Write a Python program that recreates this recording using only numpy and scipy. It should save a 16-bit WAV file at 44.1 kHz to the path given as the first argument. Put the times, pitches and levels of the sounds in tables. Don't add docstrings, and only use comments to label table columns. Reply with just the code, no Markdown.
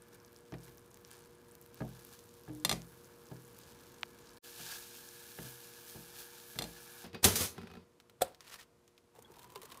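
import sys
import numpy as np
from scipy import signal
from scipy.fft import rfft, irfft
from scipy.io import wavfile

SR = 44100
rng = np.random.default_rng(int(sys.argv[2]) if len(sys.argv) > 2 else 0)


def persist_wave(psi):
    counts = np.round(np.clip(psi, -1, 1) * 32767).astype(np.int16)
    wavfile.write(sys.argv[1], SR, np.atleast_2d(counts).T)


N = 432180



def from_db(db):
    return 10 ** (np.asarray(db) / 20)


def rms_one(x):
    return x / np.sqrt(np.mean(x ** 2) + 1e-20)


def in_time(rows):
    s, *columns = np.transpose(rows)
    return [np.interp(np.arange(N) / SR, s, column) for column in columns]


def sine(hz, length):
    return np.sin(2 * np.pi * hz * np.arange(length) / SR)


def gliding_sine(hz):
    return np.sin(2 * np.pi * np.cumsum(hz) / SR)


def drift(rate):
    steps = rng.standard_normal(int(N / SR * rate) + 2)
    return np.interp(np.arange(N) / SR * rate, np.arange(len(steps)), steps)


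def coloured(spectrum, x=None):
    hz, db = np.transpose(spectrum)
    x = rng.standard_normal(N) if x is None else x
    log_hz = np.log(np.arange(N // 2 + 1) * SR / N + 1)
    gain = from_db(np.interp(log_hz, np.log(hz), db))
    return rms_one(irfft(rfft(x) * gain, N))


def ring(x, hz, t60):
    radius, angle = from_db(-60 / (t60 * SR)), 2 * np.pi * hz / SR
    feedback = [1, -2 * radius * np.cos(angle), radius * radius]
    return signal.lfilter([0, np.sin(angle)], feedback, x + 1e-18)


def add(out, s, piece):
    at = round(s * SR)
    out[at:at + len(piece)] += piece[:N - at]


def dying(t60, rise=0.000099):
    t = np.arange(int(1.62 * t60 * SR) + 9) / SR
    return (1 - np.exp(-t / rise)) * from_db(-60 * t / t60)


def struck(blows, modes, spread_db, contact_hz):
    out = np.zeros(N)
    chance = rng.standard_normal((len(blows), len(modes)))
    for k, (hz, level_db, t60) in enumerate(modes):
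        clicks = np.zeros(N)
        for (s, db), cut_hz, luck in zip(blows, contact_hz, chance[:, k]):
            softness = 1 + (hz / cut_hz) ** 2
            clicks[round(s * SR)] = from_db(db + level_db + spread_db * luck) / softness * (-1) ** k
        out += ring(clicks, hz, t60)
    return out


def bursts(events, spectrum):
    envelope = np.zeros(N)
    for s, db, t60 in events:
        add(envelope, s, from_db(db) * dying(t60))
    return envelope * coloured(spectrum)


def ticks(events, cycles, level_db):
    out = np.zeros(N)
    rough = 1 + .5 * rng.standard_normal((len(events), SR // 5))
    for (s, db, hz), noise in zip(events, rough):
        shape = dying(cycles / hz, rise=0.16 / hz)
        add(out, s, from_db(db + level_db) * shape * noise[:len(shape)] * sine(hz, len(shape)))
    return out


def grains(per_s, spread_db):
    hits = rng.random(N) < per_s / SR
    sizes = from_db(spread_db * np.minimum(rng.exponential(1, N), 4))
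    return hits * sizes * rng.choice([-1, 1], N)


# t/s, room rumble level/dB, fridge hum level/dB
KITCHEN = [(0, -67, -65), (4.38, -63.5, -65.5), (4.44, -65.5, -62), (7.03, -67, -61.5),
           (7.06, -68.5, -61.5), (8.2, -69.5, -72.5), (9.12, -72, -71), (9.16, -64, -70.5), (9.8, -62, -71)]
# f/Hz, level/dB per Hz
RUMBLE = [(15, -47), (40, -8.5), (60, -5), (120, -1.5), (250, -4), (500, -7), (700, -20.5), (950, -9.5),
          (1600, -18), (2500, -28.5), (5000, -58)]
HUM_DB = [-12, -10.5, -2, 1.5, -14.5]
# f/Hz, level/dB per Hz
HISS = [(410, -23), (700, -1), (757, -13.5), (1050, -20.5), (2300, -14.5), (11700, -20.5), (16000, -30)]
HUM_HZ, HISS_DB = 118.7, -76.5


def kitchen():
    rumble_db, hum_db = in_time(KITCHEN)
    turns = np.cumsum(HUM_HZ * (1 + .0008 * drift(3.0))) / SR
    hum = np.zeros(N)
    for k, db in enumerate(HUM_DB):
        hum += from_db(db + 1.2 * drift(15.0)) * np.sin(2 * np.pi * ((k + 1) * turns + rng.random()))
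    rumble = from_db(rumble_db + 0.57 * drift(10.0)) * coloured(RUMBLE)
    return rumble + from_db(hum_db - 1.5) * hum + from_db(HISS_DB) * coloured(HISS)


# t/s, flow level/dB, air column in the mug f/Hz
POUR = [(9.14, -88, 778), (9.152, -71, 799), (9.25, -78.5, 863), (9.4, -72, 959), (9.8, -68, 1094)]
# t/s, fine spray level/dB, water body level/dB
SPLASHES = [(9.2235, -51.5, -69), (9.3183, -55, -70), (9.34, -67, -64), (9.358, -62, -59), (9.42, -57, -58),
            (9.443, -54.5, -55.5), (9.5212, -54, -61.5), (9.5575, -49, -42), (9.617, -45, -48),
            (9.631, -47, -52), (9.655, -49, -57), (9.7012, -58, -53), (9.718, -60, -48.5),
            (9.7447, -53, -54), (9.773, -47, -60)]
# f/Hz, level/dB per Hz
SPRAY = [(3000, -11.5), (6500, -1.5), (13000, -2), (15800, -5.5)]
# t/s, level/dB, f/Hz, t60/s
GLUGS = [(9.186, -44, 400, 0.044), (9.247, -51, 3350, 0.059), (9.301, -46, 337, 0.049),
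         (9.558, -43, 373, 0.13), (9.631, -46.5, 403, 0.099), (9.728, -46, 634, 0.02)]
# f/Hz, level/dB, t60/s
MUG = [(3170, -11, 0.096), (3800, -12, .03)]
SMALL_SPRAY_DB, SMALL_BODY_DB, SMALL_SPLASH_SPREAD_DB, WASH_DB = 14.5, 12.5, 2.5, 1
GLUG_SAG, GLUG_SAG_S = .35, .008


def pour():
    flow_db, air_hz = in_time([(9.1, -120, 782)] + POUR)
    flow = from_db(flow_db + 1.0 * drift(60.0))
    luck = SMALL_SPLASH_SPREAD_DB * rng.standard_normal((14, 2))
    at = (SR * rng.uniform(9.14, 9.79, 14)).astype(int)
    small_spray_db = flow_db[at] + SMALL_SPRAY_DB + luck[:, 0]
    small_body_db = flow_db[at] + SMALL_BODY_DB + luck[:, 1]
    splashes = SPLASHES + list(zip(at / SR, small_spray_db, small_body_db))

    column = flow * from_db(8)
    for s, spray_db, body_db in splashes:
        add(column, s, from_db(body_db + 1.0) * dying(0.039, rise=.002))
    wobble = signal.lfilter([1], [1, -.994], rng.standard_normal(N))
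    tone = column * rms_one(wobble) * gliding_sine(air_hz)

    water = bursts([(s, spray_db, .025) for s, spray_db, body_db in splashes], SPRAY)
    water += flow * coloured(SPRAY, grains(900.0, 3.78))
    wash_spectrum = [(200, -10), (500, 0), (1500, -4.5), (4000, -7), (7000, -18.5)]
    water += from_db(WASH_DB) * flow * coloured(wash_spectrum, grains(2500.0, 2.9))
    body_spectrum = [(500, -22.0), (1500, -3), (4000, 0.5), (7000, -11.5)]
    water += bursts([(s, body_db, .03) for s, spray_db, body_db in splashes], body_spectrum)
    water += from_db(-34) * sum(from_db(db) * ring(water, hz, t60) for hz, db, t60 in MUG)

    out = water + tone
    times = rng.uniform(9.16, 9.79, 60)
    sizes, pitches = rng.standard_normal((2, 60)).clip(-2, 2)
    bubbles = [(s, -60 + 6.0 * size, 950 * 1.5 ** pitch) for s, size, pitch in zip(times, sizes, pitches)]
    out += ticks(bubbles, cycles=17.0, level_db=-5.5)
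    for s, db, hz, t60 in GLUGS:
        shape = dying(t60, rise=0.0014)
        sag = GLUG_SAG * (hz < 1000) * np.exp(-np.arange(len(shape)) / SR / GLUG_SAG_S)
        add(out, s, from_db(db) * shape * gliding_sine(hz * (1 + sag)))
    return out


# t/s, level/dB
SWITCH = [(8.209, -40), (8.213, -42), (8.217, -22.5), (8.2195, -15.5), (8.245, -46), (8.28, -49)]
# f/Hz, level/dB, t60/s
KETTLE = [(89.4, -27, 0.16), (543, 3, 0.061), (722, 0.5, 0.057), (515, -20, 0.23), (737, -27, 0.35),
          (1366, -12, 0.046), (1780, -12, 0.028), (4070, -15, .03), (7800, -7, 0.055)]
# f/Hz, level/dB per Hz
SNAP = [(880, -48), (1500, -8), (2910, -9), (3960, 1), (6000, -12.5), (8660, -0.5), (16000, -10.5)]
# t/s, level/dB
RUB = [(8.4, -72), (8.45, -66), (8.505, -58), (8.522, -52.5), (8.57, -59.5), (8.615, -55.5), (8.655, -74)]
# t/s, level/dB, f/Hz
TICKS = [(8.001, -40.5, 3630), (8.097, -42, 3700), (8.323, -49.5, 3950), (8.3471, -41, 4530),
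         (8.4068, -34.5, 5340), (8.418, -50, 3000), (8.479, -37.5, 3700), (8.497, -41, 5500),
         (8.528, -43, 2200), (8.542, -28, 5500), (8.558, -36, 3000), (8.6118, -39, 3890),
         (8.631, -44, 5500), (8.8784, -45, 6120), (8.979, -44, 3880)]
# t/s, level/dB, f/Hz, length/s
SQUEAK = (8.582, -54, 1850, .028)
SCUFF_DB, SCUFF_T60_S = -16.5, 0.043


def kettle():
    body = struck(np.array(SWITCH) - [0, 6], KETTLE, 0.65, np.full(len(SWITCH), 9000))
    snap = bursts([(s, db - 10, .03) for s, db in SWITCH] + [(8.22, -51, 0.22)], SNAP)
    casing_spectrum = [(200, -2.5), (600, 3.5), (2000, -11.5), (4500, -15), (8000, -26)]
    casing = bursts([(8.212, -36, 0.029), (8.22, -45, 0.33)], casing_spectrum)

    rub_db, = in_time([(8.39, -100)] + RUB + [(8.7, -100)])
    skin = coloured([(400, -9.5), (1500, -0.5), (5000, -5.5), (16000, -13)], grains(5000, 2.6))
    rub = from_db(rub_db + 2.7 * drift(150.0) + 3.0 * drift(45.0)) * skin
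    scuffs = [(s, db + SCUFF_DB, SCUFF_T60_S) for s, db, hz in TICKS]
    rub += bursts(scuffs, [(500, -6), (1200, 0), (5000, -5), (16000, -14)])
    s, db, hz, length = SQUEAK
    samples = int(length * SR)
    add(rub, s, from_db(db) * np.hanning(samples) * sine(hz, samples))
    return body + snap + casing + rub + ticks(TICKS, cycles=5.3, level_db=2.5)


# t/s, bright rattle level/dB, dull rattle level/dB, rise/s, t60/s
JOLTS = [(7.046, -85, -47, 0.013, 0.24), (7.147, -78, -42.5, 0.044, 0.16), (7.232, -36, -37.5, .015, .5),
         (7.2435, -14.5, -31, .008, .07), (7.2495, -18, -33, .006, .04), (7.256, -27.5, -29, .02, 0.38),
         (7.357, -28, -42, .015, .2), (7.41, -31.5, -37.5, 0.16, 0.46), (7.58, -74, -55, 0.68, 1.3)]
LATCH_S, LATCH_T60_S = 7.455, 0.37


def jolted():
    t, power = np.arange(N) / SR, np.zeros((2, N))
    for s, bright_db, dull_db, rise, t60 in JOLTS:
        loss_db = 60 * np.maximum((s - t) / rise, (t - s) / t60)
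        loss_db += 60 * (s < LATCH_S) * np.maximum(t - LATCH_S, 0) / LATCH_T60_S
        power += from_db(np.c_[[bright_db, dull_db]] - np.minimum(loss_db, 200)) ** 2
    return np.sqrt(power)


# f/Hz, level/dB per Hz
TIN = [(700, -27), (1200, -8), (2700, -8.5), (3300, -3.5), (5000, -1.5), (6200, -0.5), (7200, -3),
       (11500, -1), (15800, -7)]
# f/Hz, level/dB per Hz
BOX = [(40, -30), (88, 5), (125, -8), (229, 0), (300, -10.5), (400, -2.5), (600, -10.5), (2000, -17.5),
       (5000, -20.5), (8000, -45.5)]
# t/s, level/dB, bright tick level/dB, hardness of the contact f/Hz
KNOCKS = [(7.041, -36.5, -64.5, 1500), (7.131, -45, -51, 5000), (7.146, -36.5, -44, 15000),
          (7.242, -25, -21.5, 3000), (7.25, -16, -37, 1500), (7.356, -36, -45, 2000),
          (7.409, -44.5, -41, 2000), (7.58, -32, -45, 1810), (7.615, -50, -50.5, 3000),
          (7.632, -37.5, -53, 1300), (7.672, -49, -50, 3500), (7.701, -43.5, -55, 2010),
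          (7.714, -46.5, -53, 2500), (7.737, -47, -53, 2500), (7.753, -41.5, -54, 1600),
          (7.77, -40, -58, 1800)]
# f/Hz, level/dB, t60/s
TOASTER = [(90, -6, 0.34), (177.4, -5, 0.2), (228, -0.5, 0.11), (385, -7, 0.19), (450, -5, 0.14),
           (765, -4, 0.06), (1027, -13, .15), (1347, -4.5, 0.05), (2520, -8.5, 0.16), (3800, -14.5, .12),
           (4700, -10, .17)]


def toaster():
    bright, dull = jolted() * from_db(in_time([(7.83, 0), (8, -58)]))
    rattle = bright * coloured(TIN, grains(14000.0, 1.5))
    panel_hz = np.geomspace(1000, 15000, 40) * rng.uniform(1.0, 1.03, 40)
    sheet = sum(ring(rattle, hz, 0.2) for hz in panel_hz)
    rows = np.array(KNOCKS)
    knocks = struck(rows[:, :2] - [0, 9], TOASTER, 2.5, rows[:, 3])
    tick_spectrum = [(300, -19.5), (1200, 2.5), (4500, -6), (7000, -15.5), (16000, -19.5)]
    tick = bursts([(s, tick_db, .035) for s, knock_db, tick_db, contact_hz in KNOCKS], tick_spectrum)
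    return rattle + from_db(-52.5) * sheet + dull * coloured(BOX) + knocks + tick


# t/s, thump level/dB, slap level/dB
THUMPS = [(0.522, -35.5, -52), (0.539, -42.5, -47), (0.68, -50, -56.5), (1.713, -54, -71),
          (1.805, -30, -50.5), (1.819, -33.5, -55.5), (2.478, -37, -61.5), (2.494, -41, -61),
          (3.314, -36.5, -55.5), (4.595, -43.5, -51), (5.387, -36, -44), (5.42, -43, -64), (5.45, -45, -60),
          (5.945, -42, -60), (5.958, -38, -68), (6.556, -35, -49.5), (6.609, -37, -40)]
# f/Hz, level/dB, t60/s
PAN = [(56, -15.5, 0.5), (126.6, -6.5, 0.5), (168, -8, 0.55), (218.2, -10, 0.33), (283, -13, 0.22),
       (316, -12, 0.32), (348, -10.5, 0.18), (409, -12.5, 0.18), (638, -11.5, 0.14), (733, -12, 0.085),
       (896, -6.5, 0.072), (1234, -3.5, 0.033), (1676, 2.5, 0.035)]
# t/s, level/dB
CLACKS = [(2.6489, -13.5), (2.6941, -16.5), (2.7133, -20), (2.7258, -25), (6.5883, -20.5), (6.6212, -25),
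          (6.64, -32.5)]
# f/Hz, level/dB, t60/s
GRATE = [(1200, -22, .08), (2050, -19, .04), (2750, -16, .045), (3300, -13, .04), (3570, -10, .04),
         (4200, -9, .05), (4900, -23, .12), (5900, -12, .04), (7550, -12, .05), (8800, -14, .05),
         (9550, -13, .045), (12100, -9, .025)]
# f/Hz, level/dB per Hz
CLACK = [(240, -40), (400, -21), (676, -3), (1510, -17), (2120, -8), (2550, -13), (4240, -12.5),
         (11900, -18.5), (16000, -34)]
# t/s, level/dB
SINGING = [(2.485, -90), (2.5, -45), (2.64, -52), (2.66, -89)]
SINGING_HZ, CLACK_T60_S = 305, 0.023
ROCK_DB, ROCK_SLAP_DB, ROCK_FOLLOWS = -24.5, -40, .45


def pan():
    rocks = [(s, ROCK_DB + ROCK_FOLLOWS * db, ROCK_SLAP_DB + ROCK_FOLLOWS * db) for s, db in CLACKS]
    thumps = np.array(THUMPS + rocks)
    body = struck(thumps[:, :2] - [0, 8], PAN, 2.0, np.full(len(thumps), 900))
    slap_spectrum = [(60, -18), (250, 0.5), (1000, -6), (2000, -7.5), (5000, -20), (9000, -56)]
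    slap = bursts([(s, slap_db, .05) for s, db, slap_db in thumps], slap_spectrum)
    hob_spectrum = [(40, -20), (120, 5), (350, 4.5), (800, -2.5), (1600, -36.0)]
    hob = bursts([(s, db - 17.0, .25) for s, db, slap_db in thumps], hob_spectrum)
    iron = struck(np.array(CLACKS) - [0, 5], GRATE, 2, np.full(len(CLACKS), 12000))
    crack = bursts([(s, db - 9.5, CLACK_T60_S) for s, db in CLACKS], CLACK)
    walls = bursts([(s, db - 31, .22) for s, db in CLACKS], CLACK)
    singing_db, = in_time([(2.48, -120)] + SINGING + [(2.67, -120)])
    singing = from_db(singing_db) * sine(SINGING_HZ, N)
    return body + slap + hob + iron + singing + crack + walls


# t/s, high fizz level/dB, wet crackle level/dB, scrape level/dB
SIZZLE = [(0, -77.5, -78, -69), (0.6, -78, -78, -74), (1.7, -75, -77, -73), (1.95, -68.5, -69.5, -68),
          (2.35, -71, -74, -77), (2.7, -69.5, -73, -71.5), (4.38, -72.5, -71, -69), (4.44, -56, -57, -62),
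          (5.2, -56.5, -59.5, -62.5), (6.4, -59, -62, -62.5), (7.04, -57.5, -59, -59.5),
          (7.09, -76, -75, -80), (7.13, -97, -90, -97)]
# peak t/s, swell level/dB, length/s, share of the swell in the fizz
STROKES = [(0.143, 7.5, 0.061, 1.1), (0.654, 9, 0.21, 0.96), (1.131, 12, 0.24, 0.44),
           (1.776, 6.5, 0.074, 0.38), (2.001, 2, 0.12, .9), (2.133, 10, 0.064, 0.86), (3.715, 3, 0.31, .3),
           (4.199, 0.5, 0.11, .6), (4.62, 6, 0.16, .6), (4.721, 10, 0.22, 0.74), (5.463, 6, 0.18, 0.65),
           (5.902, 1.5, .14, 2.7), (6.195, 7.5, 0.17, 0.92)]
# f/Hz, level/dB per Hz
FIZZ = [(4500, -27), (7000, -12), (9000, -2), (12000, 3), (15800, 0)]
# f/Hz, level/dB per Hz
CRACKLE = [(1500, -18), (2600, -2), (4200, 0), (6500, -2), (9500, -11.5), (13000, -31)]
# t/s, level/dB, f/Hz
POPS = [(0.3296, -47, 12100), (0.6529, -48, 12100), (0.7736, -37, 13400), (0.9438, -41, 7380),
        (0.9727, -33.5, 15100), (1.1144, -33, 9400), (1.5529, -34.5, 13300), (1.6142, -34.5, 13940),
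        (1.6621, -39.5, 12820), (1.7444, -36, 14800), (1.8906, -40.5, 12500), (2.0497, -31.5, 12400),
        (2.1914, -39, 6900), (2.5506, -40.5, 9300), (2.819, -41.5, 6000), (3.5887, -37, 13600),
        (4.2936, -42.5, 4640), (4.373, -44, 4600), (5.0893, -34, 6710), (5.4316, -31, 11600),
        (5.898, -34, 6340), (6.4009, -39, 4090)]
# t/s, level/dB, from f/Hz, to f/Hz
BURST = (4.0317, -22, 4600, 650)
# f/Hz, width/Hz, level/dB
SCRAPE = [(926, 57, -3), (1699, 124, 6.5), (2375, 110, -3)]
STROKE_RISE_SHARE, SCRAPE_SHARE = 0.42, 0.83
STEAM_PER_S, STEAM_AT_DB, STEAM_FOLLOWS = 9000, -58, .8
SMALL_POP_DB, SMALL_POP_SPREAD_DB, SMALL_POP_LOW_HZ, SMALL_POP_RANGE = -48.5, 3, 4000, 3.7
POPS_FOLLOW = 1.2


def frying():
    fizz_db, crackle_db, scrape_db = in_time(SIZZLE)
    per_s = STEAM_PER_S * from_db(STEAM_FOLLOWS * (fizz_db - STEAM_AT_DB))
    stir_db = np.zeros(N)
    for s, swell_db, length, fizz_share in STROKES:
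        start, end = s - STROKE_RISE_SHARE * length, s + (1 - STROKE_RISE_SHARE) * length
        swell, = in_time([(start, 0), (s, swell_db), (end, 0)])
        fizz_db = fizz_db + fizz_share * swell
        crackle_db = crackle_db + swell
        scrape_db = scrape_db + SCRAPE_SHARE * swell
        stir_db = stir_db + swell
    steam = grains(per_s, 3.9) / np.sqrt(per_s)
    sizzle = coloured(FIZZ, steam) * from_db(fizz_db + 0.98 * drift(24.0) + 1.1 * drift(6.8))
    sizzle += coloured(CRACKLE, steam) * from_db(crackle_db + 0.82 * drift(25.0) + .9 * drift(6.9))

    odds = np.cumsum(from_db(POPS_FOLLOW * stir_db)[:int(DROPOUT[0][0] * SR)])
    times = np.searchsorted(odds, odds[-1] * rng.random(170)) / SR
    pitches = SMALL_POP_LOW_HZ * SMALL_POP_RANGE ** np.sqrt(rng.random(170))
    levels = SMALL_POP_DB + SMALL_POP_SPREAD_DB * rng.standard_normal(170)
    small = list(zip(times, levels, pitches))
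    spits = ticks(POPS, cycles=8, level_db=4) + ticks(small, cycles=15, level_db=0)

    drag = grains(2000.0, 1.8)
    wall = sum(from_db(db) * rms_one(ring(drag, hz, 2.2 / width)) for hz, width, db in SCRAPE)
    broad = coloured([(300, -76), (800, -0.5), (1500, 0.5), (2600, -1.0), (5000, -15.0)], drag)
    scrape = rms_one(wall) * from_db(1.383 * scrape_db + 21.0) + broad * from_db(scrape_db - 5.5)
    out = sizzle + scrape * from_db(0.87 * drift(21.0)) + spits

    s, db, from_hz, to_hz = BURST
    shape = dying(0.0084, rise=0.0001)
    pitch = to_hz + (from_hz - to_hz) * np.exp(-np.arange(len(shape)) / SR / 0.0008)
    add(out, s, from_db(db) * shape * gliding_sine(pitch))
    return out


# t/s, level/dB
DROPOUT = [(4.383, 2), (4.388, -49.5), (4.405, -82), (4.427, -20), (4.445, -0.5)]


def scene():
    gain_db, = in_time(DROPOUT)
    sources = kitchen() + pour() + kettle() + toaster() + pan() + frying()
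    return (from_db(gain_db) * sources)[None]


CUTOFF_HZ = 16000


def record(dry):
    dry = signal.sosfilt(signal.butter(2, 35.0, "high", fs=SR, output="sos"), dry)
    return signal.sosfilt(signal.cheby2(24, 80, CUTOFF_HZ, fs=SR, output="sos"), dry)


dry = scene()
out = record(dry)
persist_wave(out)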